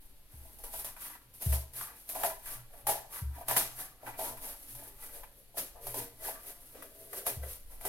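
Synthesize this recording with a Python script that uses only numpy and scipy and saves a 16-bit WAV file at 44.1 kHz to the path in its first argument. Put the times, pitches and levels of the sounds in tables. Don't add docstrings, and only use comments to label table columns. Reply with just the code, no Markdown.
import sys
import numpy as np
from scipy import signal
from scipy.fft import rfft, irfft, next_fast_len
from scipy.io import wavfile
from scipy.ndimage import uniform_filter1d, map_coordinates

SR = 44100
rng = np.random.default_rng(int(sys.argv[2]) if len(sys.argv) > 2 else 0)


def to_wav(s):
    ch = np.atleast_2d(s).T
    pcm = np.round(np.clip(ch, -1, 1) * 32767)
    wavfile.write(sys.argv[1], SR, pcm.astype(np.int16))


N = 347508

# (full force at [s], rise [s], hold [s], tear [dB], ring, crunch, panel, flap [dB re tear])
BLADE_STROKES = [(-0.005, 0.078, 0.056, -60.5, -16, -22, -28, -15),
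                 (0.324, 0.07, 0.23, -59, -13.5, -15.5, -20, -9),
                 (0.648, 0.18, .04, -52, -8.5, -14, -14, -11),
                 (0.736, 0.064, 0.072, -43, -17, -19, -24, -44),
                 (0.853, 0.022, 0.0082, -40.5, -14, -14, -27, -26),
                 (1.024, 0.12, 0.05, -44, -20, -11, -42, -27), (1.1, .05, 0.038, -58.5, -5, 1, -16, -9),
                 (1.341, 0.016, 0.018, -53, -28, -38, -43, -19),
                 (1.416, 0.038, 0.13, -42, -16, -29, -20, -25),
                 (1.542, 0.081, 0.0086, -37, -10.5, -28, -21, -44),
                 (1.767, 0.065, 0.066, -41.5, -22, -13.5, -31, -35),
                 (1.966, 0.088, 0.057, -55, -23, -32, -32, -23), (1.87, .03, 0.023, -56, -1, 1.5, -12, -11),
                 (2.098, 0.069, 0.033, -44.5, -23, -23, -34, -22),
                 (2.153, 0.051, 0.059, -43.5, -3, -9.5, -21, -15),
                 (2.259, 0.17, 0.0081, -36, -3.5, -13, -14.5, -27),
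                 (2.481, 0.14, 0.056, -43, -13.5, -10.5, -27, -25),
                 (2.746, 0.15, 0.066, -58.5, -5.5, -8, -7, -16),
                 (2.892, 0.036, 0.0067, -30, -2, -14, -13.5, -27),
                 (3.132, 0.065, 0.052, -43.5, -15, -10, -18.5, -33.5),
                 (3.364, .15, 0.052, -56, -0.5, -2, -26.5, -5),
                 (3.498, 0.044, 0.024, -33.5, -4, -7.5, -23, -18),
                 (3.569, 0.023, 0.0033, -24.5, -15, -17, -30.5, -29),
                 (3.805, 0.15, 0.0085, -40.5, -13, -10.5, -24, -22.5),
                 (4.079, 0.11, .01, -50, 4, 2, -7, -3), (4.195, 0.05, 0.086, -40, -7, -13, -13, -12),
                 (4.445, 0.15, 0.069, -43.5, -11.5, -15.5, -19, -20.5),
                 (4.598, 0.077, 0.037, -53.5, -29, -32, -21, -20),
                 (4.698, 0.19, 0.039, -48.5, -36, -33, -39, -17),
                 (4.797, 0.079, 0.088, -52, -12, -12, -10.5, -11),
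                 (5.036, 0.17, 0.026, -47, -13.5, -11, -18, -17),
                 (5.156, 0.18, 0.022, -48, -10.5, -15, -9, -18),
                 (5.384, .2, 0.018, -60.5, -30, -32, -6.5, -23),
                 (5.584, 0.042, 0.0046, -33.5, -24, -21.5, -17, -19.5),
                 (5.759, 0.035, 0.025, -69, 11.5, 4, 6, -10),
                 (5.841, 0.091, 0.072, -47.5, -27, -17, -9, -20),
                 (5.976, 0.11, 0.018, -38, -9.5, -15.5, -11, -12),
                 (6.251, 0.11, 0.042, -39.5, -8, -11.5, -14, -20),
                 (6.317, 0.047, 0.052, -61.5, -17, 5.5, -15, -6),
                 (6.485, 0.21, 0.018, -45.5, -15, -16, -14.5, -22),
                 (6.615, 0.13, 0.12, -56.5, -17, -16, -17, -13.5),
                 (6.75, 0.026, 0.023, -62.5, -1, 1, 6, 2.5), (6.808, 0.15, .04, -65, -5, 2, 5, 5.5),
                 (7.002, 0.4, 0.061, -54.5, -8.5, -19, -8.5, -15),
                 (7.175, 0.17, 0.011, -41.5, -25, -18, -9, -20),
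                 (7.268, 0.03, 0.0078, -34.5, -9, -18, -12.5, -18),
                 (7.433, 0.042, 0.019, -54, -8, -3, 3, -22), (7.503, 0.23, 0.03, -44.5, -29, -27, -33, -33),
                 (7.721, 0.13, .02, -54.5, -11, -13, -13, -19),
                 (7.864, 0.11, .03, -40, -10.5, -9.5, -12.5, -13.5)]
# (tear, scrape, ring, crunch, panel, flap [dB/s])
LAYER_FALL_DB_PER_S = [205, 150, 151, 140, 151, 130]
# (tear, scrape, ring, crunch, panel, flap [dB])
LAYER_REST_DB = [-67, -76, -79.5, -111, -78, -76.5]
# (time [s], level [dB], ring, crunch [dB re level], t60 [s], pitch [Hz])
FLUTE_SNAPS = [(0.45, -42, -6.5, -30, 0.46, 664), (0.586, -34, -14, -25, 0.26, 673),
               (0.637, -26, -11, -15.5, 0.28, 505), (0.737, -26, -8.5, -34, 0.23, 685),
               (0.791, -27.5, -11, -23, 0.2, 686), (0.845, -17, -18, -30, 0.092, 650),
               (0.964, -47.5, -15, 10.5, 0.26, 945), (1.099, -33.5, -22, -2, 0.33, 1050),
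               (1.151, -48.5, 9, 7, 0.088, 1130), (1.421, -19, -20, -30, 0.2, 686),
               (1.524, -18, -7.5, -12, 0.17, 640), (1.735, -29, -46, -25, 0.19, 1720),
               (1.81, -26, -25, -2.5, 0.23, 1170), (2.09, -19, -21, -39, 0.24, 715),
               (2.153, -33.5, 10.5, 2, 0.18, 750), (2.234, -15, 0.5, -4, 0.29, 734),
               (2.457, -25.5, -29, -12, 0.16, 1470), (2.735, -44, -1, -8, 0.13, 664),
               (2.868, -11, -10, -12.5, 0.2, 750), (3.106, -37, -20, -22, 0.23, 690),
               (3.159, -30, -38, 1, 0.18, 1190), (3.38, -46, 12, -20, 0.2, 760),
               (3.411, -36, 3.5, -24, 0.13, 690), (3.483, -8, -15.5, -17, 0.066, 730),
               (3.509, -17.5, -1, -23, 0.18, 700), (3.565, -9.5, -8.5, -8.5, 0.18, 990),
               (4.03, -42.5, 9, -29, 0.17, 686), (4.066, -35, -15, -0.5, 0.24, 1530),
               (4.19, -30.5, 7, -28, 0.61, 646), (4.37, -36.5, -26, -0.5, 0.2, 1430),
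               (4.429, -48, -20, -39, 0.22, 890), (4.749, -27, -17, -28, 0.24, 770),
               (4.819, -44.5, 5, -23, 0.31, 646), (5.149, -39, -10, -8, 0.24, 576),
               (5.233, -38, -0.5, -2, 0.29, 1000), (5.542, -57, 19, -21, 0.31, 617),
               (5.569, -25, -3, -6, 0.17, 577), (5.759, -43.5, 1, -9, 0.2, 616),
               (5.868, -20, -10.5, -13, 0.23, 620), (5.942, -19.5, -7, -25, 0.17, 606),
               (5.986, -36, -16, -22, 0.7, 390), (6.284, -28, 2.5, -25, 0.18, 736),
               (6.823, -30, -10, -9, 0.29, 514), (7.13, -25, -4, -8, 0.38, 610),
               (7.265, -13, -19, -12, 0.24, 654), (7.435, -39, 2, -2.5, 0.28, 460),
               (7.81, -29.5, -10.5, -14, 0.14, 830), (7.851, -17, -6, -18, 0.21, 455)]
# (frequency [Hz], density [dB])
TEAR_SPECTRUM = [(4120, -20.5), (7000, -18.5), (7820, -15), (8180, -10), (9300, -3.5), (10900, 2),
                 (12300, 2), (15100, -9), (16000, -12.5)]
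SCRAPE_SPECTRUM = [(1650, -4.5), (2800, -3.5), (4040, -3), (6430, -3), (7570, -3), (8500, -8.5),
                   (11000, -67), (18700, -120)]
CRUNCH_SPECTRUM = [(800, -51), (1050, 5.5), (2000, 8.5), (3000, -49), (3800, -58)]
# (frequency [Hz], width [Hz], level [dB])
SHEET_MODES = [(651.8, 18, 1.5), (701.4, 31.4, 3), (757, 31, -1.5), (832, 35, -0.5), (868.7, 34, 1),
               (965, 33, 0), (1002, 59, 2)]
PANEL_MODES = [(403.3, 22, 1), (472, 18.5, 0.5), (511.4, 37, -1.5), (574.4, 12, -2.5)]
FLUTE_MODES = [(1162, 156, -6), (1360, 200, -6.5), (1547, 67, -8.5), (1693, 250, -3), (1980, 74, -3),
               (2370, 240, -0.5), (2560, 1070, 2.5)]
# (time [s], level [dB])
ARM_BUMPS = [(0.334, -42), (1.461, -18), (3.217, -26), (7.366, -30.5)]
# (frequency [Hz], level [dB], t60 [s])
TABLE_MODES = [(69.7, 1, 0.3), (119.6, -17, 0.38)]
# (time [s], hum level [dB])
SHEET_NUDGES = [(0.85, -66.5), (1.27, -61), (1.75, -61), (2.24, -58.5), (2.6, -58), (2.9, -51),
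                (3.5, -46.5), (3.68, -49.5), (4.1, -53.5), (4.3, -60.5), (4.5, -62), (4.76, -56.5),
                (5.9, -58.5), (6.0, -55.5), (6.3, -67), (6.7, -64), (7.31, -53), (7.86, -61)]
# (time [s], level [dB])
RUMBLE_LEVELS = [(0.0, -58.5), (0.48, -58.5), (0.79, -48.5), (1.29, -62), (1.6, -51), (1.82, -56),
                 (4.94, -57.5), (5.27, -57.5), (7.02, -62), (7.88, -51)]
# (frequency [Hz], density [dB])
AIR_SPECTRUM = [(29, -16), (50, 12.5), (184, -2), (345, -8), (380, -12), (1580, -11.5), (4560, -11),
                (5020, -17.5), (7570, -54), (12000, -32), (16000, -27)]
# (frequency [Hz], coherence [0-1])
STEREO_COHERENCE = [(60, 0.91), (300, 0.94), (640, 0.73), (1400, 0.17), (4000, 0.06), (7000, 0.067),
                    (9000, 1), (15000, 0.96)]
# (frequency [Hz], lag [cycles])
LEFT_LAG = [(200, 0.0088), (950, 0.072), (1700, 0.058), (4000, 0.56), (7000, 0.71), (8500, 0.86),
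            (16000, 1)]


def scissors(tear_gain, scrape_gain, ring_gain, crunch_gain, panel_gain):
    treble_snap, ring_snap, crunch_snap = snap_gains()
    fibres = crackle(rate_hz=2500, spread_db=2.0, clump_db=3.0, wet=2.5, t60_s=0.53)
    flutes = crackle(rate_hz=450, spread_db=1.0, clump_db=2.5, wet=2.07, t60_s=0.2)
    out = np.hypot(tear_gain, treble_snap) * coloured(fibres, TEAR_SPECTRUM)
    out += np.hypot(scrape_gain, amp(-14) * treble_snap) * coloured(fibres, SCRAPE_SPECTRUM)
    walls = cardboard_ring(flutes, FLUTE_MODES, drift_db=2.5, drift_hz=9)
    crunch = unit(walls + 0.76 * coloured(flutes, CRUNCH_SPECTRUM))
    out += np.hypot(crunch_gain, crunch_snap) * crunch
    sheet = cardboard_ring(flutes, SHEET_MODES, drift_db=4.0, drift_hz=3.013)
    out += np.hypot(ring_gain, ring_snap) * sheet
    return out + panel_gain * cardboard_ring(flutes, PANEL_MODES, drift_db=3.0, drift_hz=4)


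def stroke_gains(climb_db=34.5):
    at_s, rise_s, hold_s, tear_db, *offsets_db = np.transpose(BLADE_STROKES)[:, :, None]
    t = np.arange(0, N, 32) / SR
    scrape_db = -12.5 + 0.13 * (tear_db + 40)
    peak_db = tear_db + np.array([np.zeros_like(at_s), scrape_db, *offsets_db])
    rise_db = climb_db * np.maximum(at_s - t, 0) / rise_s
    fall_db = np.reshape(LAYER_FALL_DB_PER_S, (-1, 1, 1)) * np.maximum(t - at_s - hold_s, 0)
    power = np.sum(amp(peak_db - fall_db - rise_db) ** 2, axis=1)
    return [np.interp(np.arange(N) / SR, t, np.sqrt(layer + amp(rest_db) ** 2))
            for layer, rest_db in zip(power, LAYER_REST_DB)]


def crackle(rate_hz, spread_db, clump_db, wet, t60_s):
    size = amp(spread_db * np.minimum(rng.exponential(size=N), 3) + clump_db * wobble(70))
    breaks = size * rng.standard_normal(N) * (rng.random(N) < rate_hz / SR)
    local_power = np.abs(uniform_filter1d(breaks ** 2, size=SR // 16))
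    breaks /= np.sqrt(local_power + 0.009 * np.mean(breaks ** 2))
    tail = amp(-60 * np.arange(SR // 4) / SR / t60_s) ** 2
    echo = np.sqrt(np.abs(signal.fftconvolve(breaks ** 2, tail / tail.sum())[:N]))
    return wet * echo * rng.standard_normal((2, N)) + [breaks, np.zeros(N)]


def snap_gains(trim_db=-18):
    gains, t = np.zeros((3, N + SR)), np.arange(SR // 2) / SR
    crack_t60_s = np.array([[.008], [.05], [.03]])
    crack = np.array([[.7], [.8], [1.8]]) * amp(-60 * t / crack_t60_s)
    for at_s, db, ring_db, crunch_db, t60_s, _ in FLUTE_SNAPS:
        shape = amp(-60 * t / t60_s) * (1 - np.exp(-t / 0.00066)) * (1 + crack)
        add_at(gains, at_s, amp(db + trim_db) * amp([[0], [ring_db], [crunch_db]]) * shape)
    return gains[:, :N]


def cardboard_ring(drive, modes, drift_db, drift_hz, falloff_db_per_oct=11.5):
    pitch_oct = timeline([(at_s, np.log2(hz)) for at_s, *_, hz in FLUTE_SNAPS])
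    shares = []
    for hz, _, db in modes:
        distance_oct = np.abs(np.log2(hz) - pitch_oct)
        shares.append(amp(db + drift_db * wobble(drift_hz) - falloff_db_per_oct * distance_oct))
    shares = np.array(shares) / np.linalg.norm(shares, axis=0)
    return unit(sum(share * resonance(drive, hz, width_hz)
                    for share, (hz, width_hz, _) in zip(shares, modes)))


def sheet_knocks(trim_db=-13.5, falloff_db_per_oct=25.4):
    out, t = np.zeros(N + SR), np.arange(SR // 4) / SR
    hz, width_hz, mode_db = np.transpose(PANEL_MODES + SHEET_MODES + FLUTE_MODES)[:, :, None]
    attack = 1 - np.exp(-t / 0.0021)
    for at_s, db, ring_db, crunch_db, _, pitch_hz in FLUTE_SNAPS:
        size, phase = rng.standard_normal((2, len(hz), 1))
        gain = amp(mode_db + 0.87 * size - falloff_db_per_oct * np.abs(np.log2(hz / pitch_hz)))
        modes = gain * np.exp(-2.4 * width_hz * t) * np.sin(2 * np.pi * hz * t + 3 * phase)
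        add_at(out, at_s, amp(db + max(ring_db, crunch_db) + trim_db) * attack * modes.sum(axis=0))
    return out[:N]


def sheet_flap(noise):
    spectrum_hz_db = [(130, -76.5), (180, -10.0), (280, 5), (370, -4.5), (450, -18)]
    return amp(1.6 * wobble(23)) * coloured(noise, spectrum_hz_db)


def table_bumps():
    out, t = np.zeros(N + SR), np.arange(SR // 2) / SR
    push = 0.6 * np.cos(2 * np.pi * 110 * (t - .008)) * np.exp(-((t - .010) / 0.0068) ** 2)
    ring = sum(amp(db - 60 * t / t60_s) * np.sin(2 * np.pi * hz * t + 0.27)
               for hz, db, t60_s in TABLE_MODES)
    build = 1 - np.exp(-(t / 0.058) ** 2)
    for at_s, db in ARM_BUMPS:
        add_at(out, at_s, amp(db) * (push + 2.96 * ring * build))
    return out[:N]


def table_hum(noise, rise_db_per_s=245, fall_db_per_s=93, rest_db=-76.5):
    t = np.arange(N) / SR
    nudges_db = [db - np.maximum(fall_db_per_s * (t - at_s), rise_db_per_s * (at_s - t))
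                 for at_s, db in SHEET_NUDGES]
    level_db = np.maximum(np.max(nudges_db, axis=0), rest_db)
    return amp(level_db) * resonance(noise, hz=121.4, width_hz=4.2)


def room_tone(rumble_noise, air_noise):
    spectrum_hz_db = [(3, -29), (10, 11.5), (22, 4.0), (40, 0), (75, -13), (100, -68)]
    rumble_db = timeline(RUMBLE_LEVELS) + 4.3 * wobble(3.3)
    rumble = amp(rumble_db) * coloured(rumble_noise, spectrum_hz_db)
    return rumble + amp(-67.5) * coloured(air_noise, AIR_SPECTRUM)


def stereo(pair, balance_db=0.6):
    def weights(hz):
        angle = np.arccos(np.clip(along(STEREO_COHERENCE, hz), -1, 1)) / 2
        return np.array([np.cos(angle), np.sin(angle)])
    mid, side = filtered(pair, weights)
    left = filtered(mid + side, lambda hz: np.exp(-2j * np.pi * along(LEFT_LAG, hz)))
    return np.array([amp(balance_db) * left, amp(-balance_db) * (mid - side)])


def amp(db):
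    return 10 ** (np.asarray(db) / 20)


def unit(x):
    return x / np.sqrt(np.mean(x ** 2) + 1e-20)


def add_at(out, at_s, event):
    out[..., round(at_s * SR):][..., :event.shape[-1]] += event


def along(points, hz):
    knots_hz, values = np.transpose(points)
    return np.interp(np.log(hz + 1), np.log(knots_hz + 1), values)


def timeline(points):
    return np.interp(np.arange(N) / SR, *np.transpose(points))


def wobble(rate_hz):
    t = np.arange(0, N, 32) / SR
    knots = rng.standard_normal(int(N * rate_hz / SR) + 4)
    return np.interp(np.arange(N) / SR, t, map_coordinates(knots, [t * rate_hz]))


def filtered(x, response):
    size = next_fast_len(N + SR // 2)
    return irfft(rfft(x, size) * response(np.fft.rfftfreq(size, 1 / SR)), size)[..., :N]


def coloured(x, spectrum):
    return unit(filtered(x, lambda hz: amp(along(spectrum, hz))))


def resonance(x, hz, width_hz):
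    def response(f):
        damping = 1.5j * f * width_hz
        return (damping / (hz * hz - f * f + damping)) ** 2
    return unit(filtered(x, response))


def scene():
    *cut_gains, flap_gain = stroke_gains()
    pair = scissors(*cut_gains)
    rumble_noise, hum_noise, flap_noise, air_noise = rng.standard_normal((4, 2, N))
    pair += room_tone(rumble_noise, air_noise) + table_hum(hum_noise)
    pair += flap_gain * sheet_flap(flap_noise)
    pair[0] += sheet_knocks() + table_bumps()
    pair[1] += 0.22 * sheet_knocks()
    return stereo(pair)


def record(dry, top_hz=15900):
    return filtered(dry, lambda hz: hz < top_hz)


dry = scene()
out = record(dry)
to_wav(out)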